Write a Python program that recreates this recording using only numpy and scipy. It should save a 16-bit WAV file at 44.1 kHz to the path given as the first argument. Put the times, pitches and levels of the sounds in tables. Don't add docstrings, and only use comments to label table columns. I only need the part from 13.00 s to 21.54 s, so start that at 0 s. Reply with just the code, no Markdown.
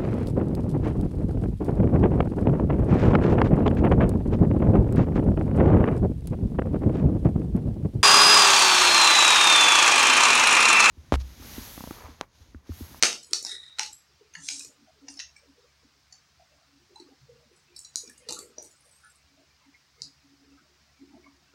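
import sys
import numpy as np
from scipy import signal
from scipy.fft import rfft, irfft
from scipy.io import wavfile
from scipy.ndimage import uniform_filter1d, minimum_filter1d

SR = 44100
rng = np.random.default_rng(int(sys.argv[2]) if len(sys.argv) > 2 else 0)


def pcm_store(signal):
    levels = np.round(np.clip(np.atleast_2d(signal), -1, 1) * 32767)
    wavfile.write(sys.argv[1], SR, levels.astype(np.int16).T)


N = 376613
TIME = np.arange(N) / SR
FREQS = np.fft.rfftfreq(N, 1 / SR)


def amp(db):
    return 10 ** (np.asarray(db) / 20)


def unit(x):
    return x / np.sqrt(np.mean(x ** 2) + 1e-20)


def read(points, hz):
    f, value = np.transpose(points)
    return np.interp(np.log(hz + 1), np.log(f + 1), value)


def add(mix, s, sound):
    part = mix[max(round(s * SR), 0):][:len(sound)]
    part += sound[:len(part)]


def colour(x, spectrum):
    return unit(irfft(rfft(x) * amp(read(spectrum, FREQS)), N))


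def resonate(x, modes):
    response = sum(amp(db) / (1 + 1j * (FREQS - hz) / width) ** 2 for hz, width, db in modes)
    return unit(irfft(rfft(x) * response, N))


def causal(gain):
    cepstrum = irfft(np.log(gain + 1e-9))
    half = len(cepstrum) // 2
    cepstrum[1:half] *= 2
    cepstrum[half + 1:] = 0
    return np.exp(rfft(cepstrum))


def drift(per_s):
    return unit(irfft(rfft(rng.standard_normal(N)) * np.exp(-(FREQS / per_s) ** 2), N))


def ripple(count, size):
    noise = rng.standard_normal(count)
    return unit(uniform_filter1d(uniform_filter1d(noise, size=size), size=size))


def stroke(start, length, attack_s, release_s):
    rise = np.clip((TIME - start) / attack_s, 0, 1)
    return rise * np.exp(-np.clip((TIME - start - length) / release_s, 0, 50))


def strokes(rows, attack_s, release_s):
    return sum(amp(db) * stroke(start, length, attack_s, release_s) for start, length, db in rows)


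def friction(per_s, spread_db):
    size = amp(spread_db * np.minimum(rng.exponential(1, N), 4))
    return size * rng.choice([-1, 1], N) * (rng.random(N) < per_s / SR)


def shifting(x, depth_db):
    z = signal.stft(x, nperseg=1024, noverlap=768)[2]
    field = rng.standard_normal(z.shape)
    for _ in range(2):
        field = uniform_filter1d(field, size=4, axis=0)
        field = uniform_filter1d(field, size=6, axis=1)
    gain = amp(depth_db * np.minimum(unit(field), 2.4))
    return unit(signal.istft(z * gain, nperseg=1024, noverlap=768)[1][:N])


def microphone_hiss(level_db=-58):
    # frequency in Hz, relative level in dB.
    hiss_spectrum = [(25, -26), (70, 8.5), (110, 0), (200, -4.5), (400, -9.5), (700, -7), (1200, -4),
                     (2300, -5), (3300, -7.5), (5100, -2.5), (6200, -7.5), (8000, -16), (11000, -24.5),
                     (14000, -25), (15500, -18.5)]
    return amp(level_db) * colour(rng.standard_normal(N), hiss_spectrum)


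def low_hum(gain_db=5):
    # frequency in Hz, level in dB ahead of gain and swell.
    partials = [(70, -79.5), (140, -82), (210, -93.5)]
    # time in seconds, added gain in dB.
    swell = [(0, 5.5), (2.9, 4.5), (4.5, 5), (8.6, 4.5)]
    hum = sum(amp(db + gain_db) * unit(np.sin(2 * np.pi * (hz * TIME + rng.random()))) for hz, db in partials)
    return hum * amp(np.interp(TIME, *np.transpose(swell)))


def lens_drive(gain_db=-1, pitch_hz=279, waver=0.0088, flutter_db=4.9):
    # start in seconds, length in seconds, level in dB ahead of the gain.
    spurts = [(1.38, .3, -63.5), (2.01, .16, -59.5), (2.46, 0.0636, -63), (3.67, 0.0647, -61.5),
              (4, 0.148, -62), (6.25, 0.15, -64.5), (6.65, 0.066, -63.5), (7.04, .06, -60.5),
              (7.22, .33, -62.5), (7.99, 0.15, -58), (8.22, .11, -62.5), (8.47, 0.12, -66)]
    hz = pitch_hz * (1 + waver * drift(per_s=37))
    note = unit(np.sin(2 * np.pi * np.cumsum(hz) / SR))
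    level = amp(gain_db + flutter_db * drift(per_s=32))
    return strokes(spurts, attack_s=.025, release_s=.025) * level * note


def room(x, wet_db=-2, rise_s=0.0069):
    # frequency in Hz, time to fall 60 dB in seconds.
    decay = [(150, 0.56), (600, 0.32), (1800, 0.23), (4600, 0.29), (9000, 0.28), (15000, 0.39)]
    count = 1200
    at = np.arange(count) * 20 + rng.integers(0, 20, count)
    taps = np.zeros(SR)
    taps[at] = rng.choice([-1., 1.], count)
    hz, t, z = signal.stft(taps, SR, nperseg=256)
    fading = z * 1000 ** (-t / read(decay, hz)[:, None])
    tail = signal.istft(fading, SR, nperseg=256)[1][:SR]
    tail = tail * (1 - np.exp(-(TIME[:SR] / rise_s) ** 2))
    return x + amp(wet_db) * signal.fftconvolve(x, tail / np.linalg.norm(tail))[:N]


def case_handling(gain_db=-1, hold_db=-68.5):
    # start in seconds, length in seconds, level in dB ahead of the gain.
    shifts = [(.42, 0.066, -58), (1.3, 0.285, -69.5), (2.05, 0.18, -77.5), (4.02, 0.091, -64),
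              (5.05, .22, -65), (5.38, .06, -54), (8, .35, -70.5)]
    # frequency in Hz, relative level in dB.
    rustle_spectrum = [(25, -35), (60, -19.5), (150, -0.5), (400, 2), (700, -6), (1300, -9.5),
                       (1800, -10.5), (2200, -3), (3200, -18), (8000, -38.5)]
    level = amp(hold_db) + strokes(shifts, attack_s=0.031, release_s=0.014)
    jerks = shifting(friction(per_s=700, spread_db=3), depth_db=12.5)
    return amp(gain_db) * level * colour(jerks, rustle_spectrum)


def finger_slips(gain_db=-5):
    # start in seconds, length in seconds, level in dB ahead of the gain.
    slips = [(.195, 0.073, -51), (.3, .04, -47), (.91, 0.025, -45), (2.095, .035, -55.5),
             (4.51, 0.094, -64.5), (4.77, .04, -74), (5.05, .15, -83), (5.34, 0.045, -56),
             (5.64, 0.532, -59.5)]
    # frequency in Hz, relative level in dB.
    skin_spectrum = [(1500, -28.5), (4000, -9), (6000, -2.5), (8000, -1), (10500, -8.5), (13000, -22),
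                     (16000, -34.5)]
    level = strokes(slips, attack_s=0.0055, release_s=0.0078)
    jerks = shifting(friction(per_s=2100, spread_db=10.5), depth_db=10.0)
    return amp(gain_db) * level * colour(jerks, skin_spectrum)


def paper_leaflet(level_db=-37.5):
    # frequency in Hz, relative level in dB.
    paper_spectrum = [(200, -35), (800, -24), (1600, -27), (2400, -16), (3500, -7), (5600, 2), (7300, 1.5),
                      (9500, -7.5), (12000, -28), (16000, -37)]
    pull_s, slip_s, free_s = 1.35, 1.492, 1.65
    pull_db_per_s, slide_db_per_s = 202, 84
    pull = amp(np.minimum(pull_db_per_s * (TIME - slip_s), slide_db_per_s * (slip_s - TIME)))
    pull = pull * stroke(pull_s, free_s - pull_s, attack_s=.01, release_s=.012)
    jerks = shifting(friction(per_s=1400, spread_db=2.5), depth_db=4.0)
    return amp(level_db) * pull * colour(jerks, paper_spectrum)


def bumps(width=.09, gain_db=-3):
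    # start in seconds, relative peak level in dB, centre frequency in Hz, swell time in seconds.
    contacts = [(.454, -56.5, 332, 0.0084), (.793, -31.5, 924, 0.0037), (1.21, -51, 402.2, .004),
                (1.361, -54, 161, 0.02), (1.87, -57.5, 685, 0.011), (2.02, -62, 481, 0.029),
                (3.395, -54.5, 690, 0.007), (3.957, -50, 936, 0.0084), (4, -48.5, 349, 0.0045),
                (4.198, -55, 134, .025), (4.279, -53.5, 481.6, 0.017), (4.955, -58, 291, 0.02),
                (5.034, -52, 440, 0.0037), (5.074, -53.5, 269, 0.011), (5.259, -47, 485.5, 0.02),
                (5.287, -47.5, 2704, 0.015), (5.3, -42, 334.7, 0.0083), (5.305, -41, 908, 0.0035),
                (5.362, -47, 1324, 0.011), (5.42, -59, 2160, 0.0074), (5.58, -42.5, 655, 0.0033),
                (6.029, -54, 1492, 0.018), (6.74, -52, 2200, 0.0074), (7, -56.5, 142, .027),
                (7.575, -56.5, 1395, .008), (8.256, -54, 1080, .007)]
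    out, t = np.zeros(N), np.arange(SR // 4) / SR
    for s, db, hz, swell in contacts:
        partials = hz * (1 + width * np.linspace(-1, 1, 5)[:, None])
        partials = partials * (1 + rng.normal(0, 0.028, partials.shape))
        phase = rng.random(partials.shape)
        ring = unit(np.sin(2 * np.pi * (partials * t + phase)).sum(0))
        envelope = t / swell * np.exp(1 - t / swell)
        add(out, s, amp(db + gain_db) * ring * envelope)
    return out


def lid(squeal_db=-43, squeak_db=-44, groan_db=-52, scrape_db=-47, scrape_power=1.47, stutter_db=3.5, waver=0.0174):
    # start in seconds, length in seconds, effort in dB.
    pushes = [(.447, 0.081, 0), (.6, 0.11, -12.5)]
    # frequency in Hz, width in Hz, relative level in dB.
    squeak_modes = [(3820, 143, 10), (3980, 180, -4), (4040, 150, -17)]
    # frequency in Hz, width in Hz, relative level in dB.
    groan_modes = [(1440, 95, -1), (1900, 120, 6), (2136, 85, -8.5)]
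    # frequency in Hz, relative level in dB.
    scrape_spectrum = [(3000, -36), (4400, -33), (4900, 14), (5700, 8), (6400, 5), (7600, 7), (10000, 1.5),
                       (15000, -42)]
    squeal_hz, sag_hz_per_s = 3870, 450
    stutter = amp(stutter_db * drift(per_s=64))
    jerks = unit(friction(per_s=3500, spread_db=1.0)) * stutter
    sinking_hz = squeal_hz - sag_hz_per_s * np.clip(TIME - pushes[0][0], 0, 1)
    hz = sinking_hz * (1 + waver * drift(per_s=90))
    squeal = unit(np.sin(2 * np.pi * np.cumsum(hz) / SR) * stutter)
    sticking = strokes(pushes, attack_s=0.029, release_s=0.039)
    scraping = strokes(pushes, attack_s=.006, release_s=.03) ** scrape_power
    ring = amp(squeak_db) * resonate(jerks, squeak_modes) + amp(groan_db) * resonate(jerks, groan_modes)
    scrape = amp(scrape_db) * scraping * colour(jerks, scrape_spectrum)
    return sticking * (amp(squeal_db) * squeal + ring) + scrape


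def shell(x, direct_db=-1.5, ring_db=-3.0):
    # frequency in Hz, time to fall 60 dB in seconds, relative level in dB.
    modes = [(460, 0.11, -3.5), (974, 0.13, -2.5), (1415, .04, -7), (2110, 0.055, -2), (2480, 0.051, -6.5),
             (2828, 0.053, 1.5), (3960, 0.046, -4.5), (4400, 0.028, -6), (5700, .02, -6.5),
             (6370, 0.036, -6)]
    out = amp(direct_db) * x
    for hz, t60, db in modes:
        r = np.exp(-np.log(1000) / (t60 * SR))
        pole = r * np.exp(2j * np.pi * hz / SR)
        ringing = signal.lfilter([1 - r], [1, -pole], x + 1e-18).real
        out = out + amp(db + ring_db) * 2 * ringing
    return out


def clicks(low_db=-12, dip_db=-3, top_db=-18, air_db=-32, ring_width=0.086, size=4096):
    # start in seconds, strength around 5 kHz in dB, thud, clack and tick (low, middle and high bands)
    # in dB relative to that, chatter time in seconds (half the burst's decay), pitch of the struck part in Hz.
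    snaps = [(0.0255, 20, -12.5, -3, -6.5, .0007, 6140), (.034, 19, -8.5, 1.5, -11.5, .0007, 5417),
             (0.0411, 5.5, -8.5, 4.5, -12, .003, 2363), (0.0546, 10, -11.5, -5, -8.5, 0.00066, 6480),
             (.0664, 3, -8.5, 2.5, -8, .002, 2500), (0.1288, 0.5, -19, 0.5, -12.5, .0005, 5290),
             (0.3324, 10.5, -21, -8, -7.5, 0.00077, 4380), (0.3346, 12, -21.5, -13, -12, .0004, 5470),
             (.427, -8, 1, -36, 5.5, .0005, 6680), (0.4496, 4, -1.5, -21.5, -10.5, .0008, 5400),
             (0.4648, -1, -11, -17, -11, .0026, 5000), (0.7854, 0.5, -18.5, 3, -12, .0025, 4100),
             (.794, 9.5, -19, 0, -11, .0012, 5770), (0.8324, 0.5, -46, -2, -10, .0012, 4780),
             (.86, -6.5, -2.5, -12.5, -7.5, .0025, 3900), (1.3374, -12.5, -24, -6, -7.5, .004, 6150),
             (1.3509, -9, -20, 10.5, -15, .0035, 1760), (1.487, 4, -47, 0.5, -9, .0016, 6400),
             (1.5946, -4.5, -37, -28, 1.5, .0019, 7540), (1.603, -14.5, -11, 0, -4, .0025, 5700),
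             (1.648, -13, -3, -7.5, 4.5, .0009, 6740), (2.0831, -4, -19, -1.5, -18, 0.0036, 6070),
             (2.1388, -13, -7, -21, -6.5, .002, 6500), (2.171, -11, -12, -13, -11, .0023, 5440),
             (2.192, -2, -24, -7.5, -21, 0.0023, 5600), (2.199, 1, -32, -2.5, -19, 0.0041, 6150),
             (2.3635, -18.5, -6.5, 1, -7.5, .0027, 2385), (3.1252, -10.5, -13.5, -19, -12, .0014, 6600),
             (3.9578, -12.5, -17.5, -8, -14, .0028, 3800), (3.998, -13.5, -19, -26.5, -13.5, .004, 4350),
             (4.763, -8, -19, -23, -2.5, .0032, 4930), (4.791, -11.5, -36, -42, 6.5, .0012, 6880),
             (4.8467, -10, -11.5, -30, -7, .004, 7400), (4.9578, 8.5, -21.5, -22.5, -5, .0007, 6470),
             (5.0753, -13, 8.5, -19.5, -12, .0023, 5950), (5.0967, -23.5, 4, 9, 13.5, .0013, 8200),
             (5.1781, -22, -10, -11, 9.5, .0018, 8100), (5.2877, 2, -4, -17, -7.5, 0.0027, 4000),
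             (5.2942, -3.5, 3.5, -10, -13, .001, 3900), (5.3075, -1.5, 0, -42, -3, .0005, 6850),
             (5.324, -0.5, -5.5, -18, 0, .0008, 6900), (5.3302, -6, -13, -6.5, -1, .0015, 3970),
             (5.3482, -32, 0, -30.5, -2.5, .0014, 4100), (5.3889, -10, 3, -3.5, 8.5, .0013, 7540),
             (5.583, -2.5, -1.5, -17, -22.5, .0005, 6100), (5.6253, -13, -11, -22, 9, .001, 6730),
             (5.6437, -19.5, 7.5, -20.5, 10.5, .0015, 8350), (7.0195, 3.5, -35.5, -20, -17.5, .0004, 4880)]
    ring_top_db, ring_per_db = 17.5, 0.44
    ripple_db, ripple_per_db = 4, 0.3039
    out, t, hz = np.zeros(N), np.arange(size) / SR, np.fft.rfftfreq(size, 1 / SR)
    for s, db, thud, clack, tick, chatter, ring_hz in snaps:
        burst = rfft(rng.standard_normal(size) * np.exp(-(t / (2 * chatter)) ** 2))
        burst = burst / causal(np.sqrt(abs(uniform_filter1d(abs(burst) ** 2, size=91))))
        ring = amp(ring_top_db - ring_per_db * db)
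        uneven_db = ripple_db - ripple_per_db * db
        peaks = 1 + (ring - 1) / (1 + ((hz / ring_hz - 1) / ring_width) ** 2)
        peaks = peaks * amp(uneven_db * ripple(len(hz), size=20))
        peaks = peaks / np.sqrt(uniform_filter1d(uniform_filter1d(peaks ** 2, size=221), size=221))
        shape = [(25, thud + 2 * low_db), (170, thud + low_db / 2), (300, thud),
                 (1000, (thud + clack) / 2 + dip_db), (2300, clack), (3300, clack - 3), (4000, 0), (6000, 0),
                 (8700, tick), (12000, tick + top_db), (16000, tick + air_db)]
        add(out, s, amp(db) * irfft(burst * causal(amp(read(shape, hz)) * peaks)))
    return out


def scene():
    case = shell(clicks()) + lid() + bumps()
    rubbing = paper_leaflet() + finger_slips() + case_handling()
    background = microphone_hiss() + low_hum() + lens_drive()
    return (room(case + rubbing) + background)[None]


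def suppress(x, depth_db=-8, open_db=7.0, knee_db=5.0):
    z = signal.stft(x, nperseg=1024, noverlap=768)[2]
    power = uniform_filter1d(uniform_filter1d(abs(z) ** 2, size=3, axis=0), size=5, axis=1)
    power_db = 10 * np.log10(abs(power) + 1e-20)
    noise_db = np.percentile(power_db, 35, axis=1, keepdims=True)
    shut = (1 - np.tanh((power_db - noise_db - open_db) / knee_db)) / 2
    return signal.istft(z * amp(depth_db * shut), nperseg=1024, noverlap=768)[1][:N]


def limit(x, ceiling=.88):
    allowed = np.minimum(1, ceiling / (abs(x) + 1e-9))
    return x * uniform_filter1d(minimum_filter1d(allowed, size=15), size=15)


def record(dry, edge_hz=15950):
    limited = limit(suppress(dry[0]))
    lowpass = signal.firwin(511, edge_hz, window=("kaiser", 9), fs=SR)
    return signal.oaconvolve(limited, lowpass, "same")[None]


dry = scene()
out = record(dry)
pcm_store(out)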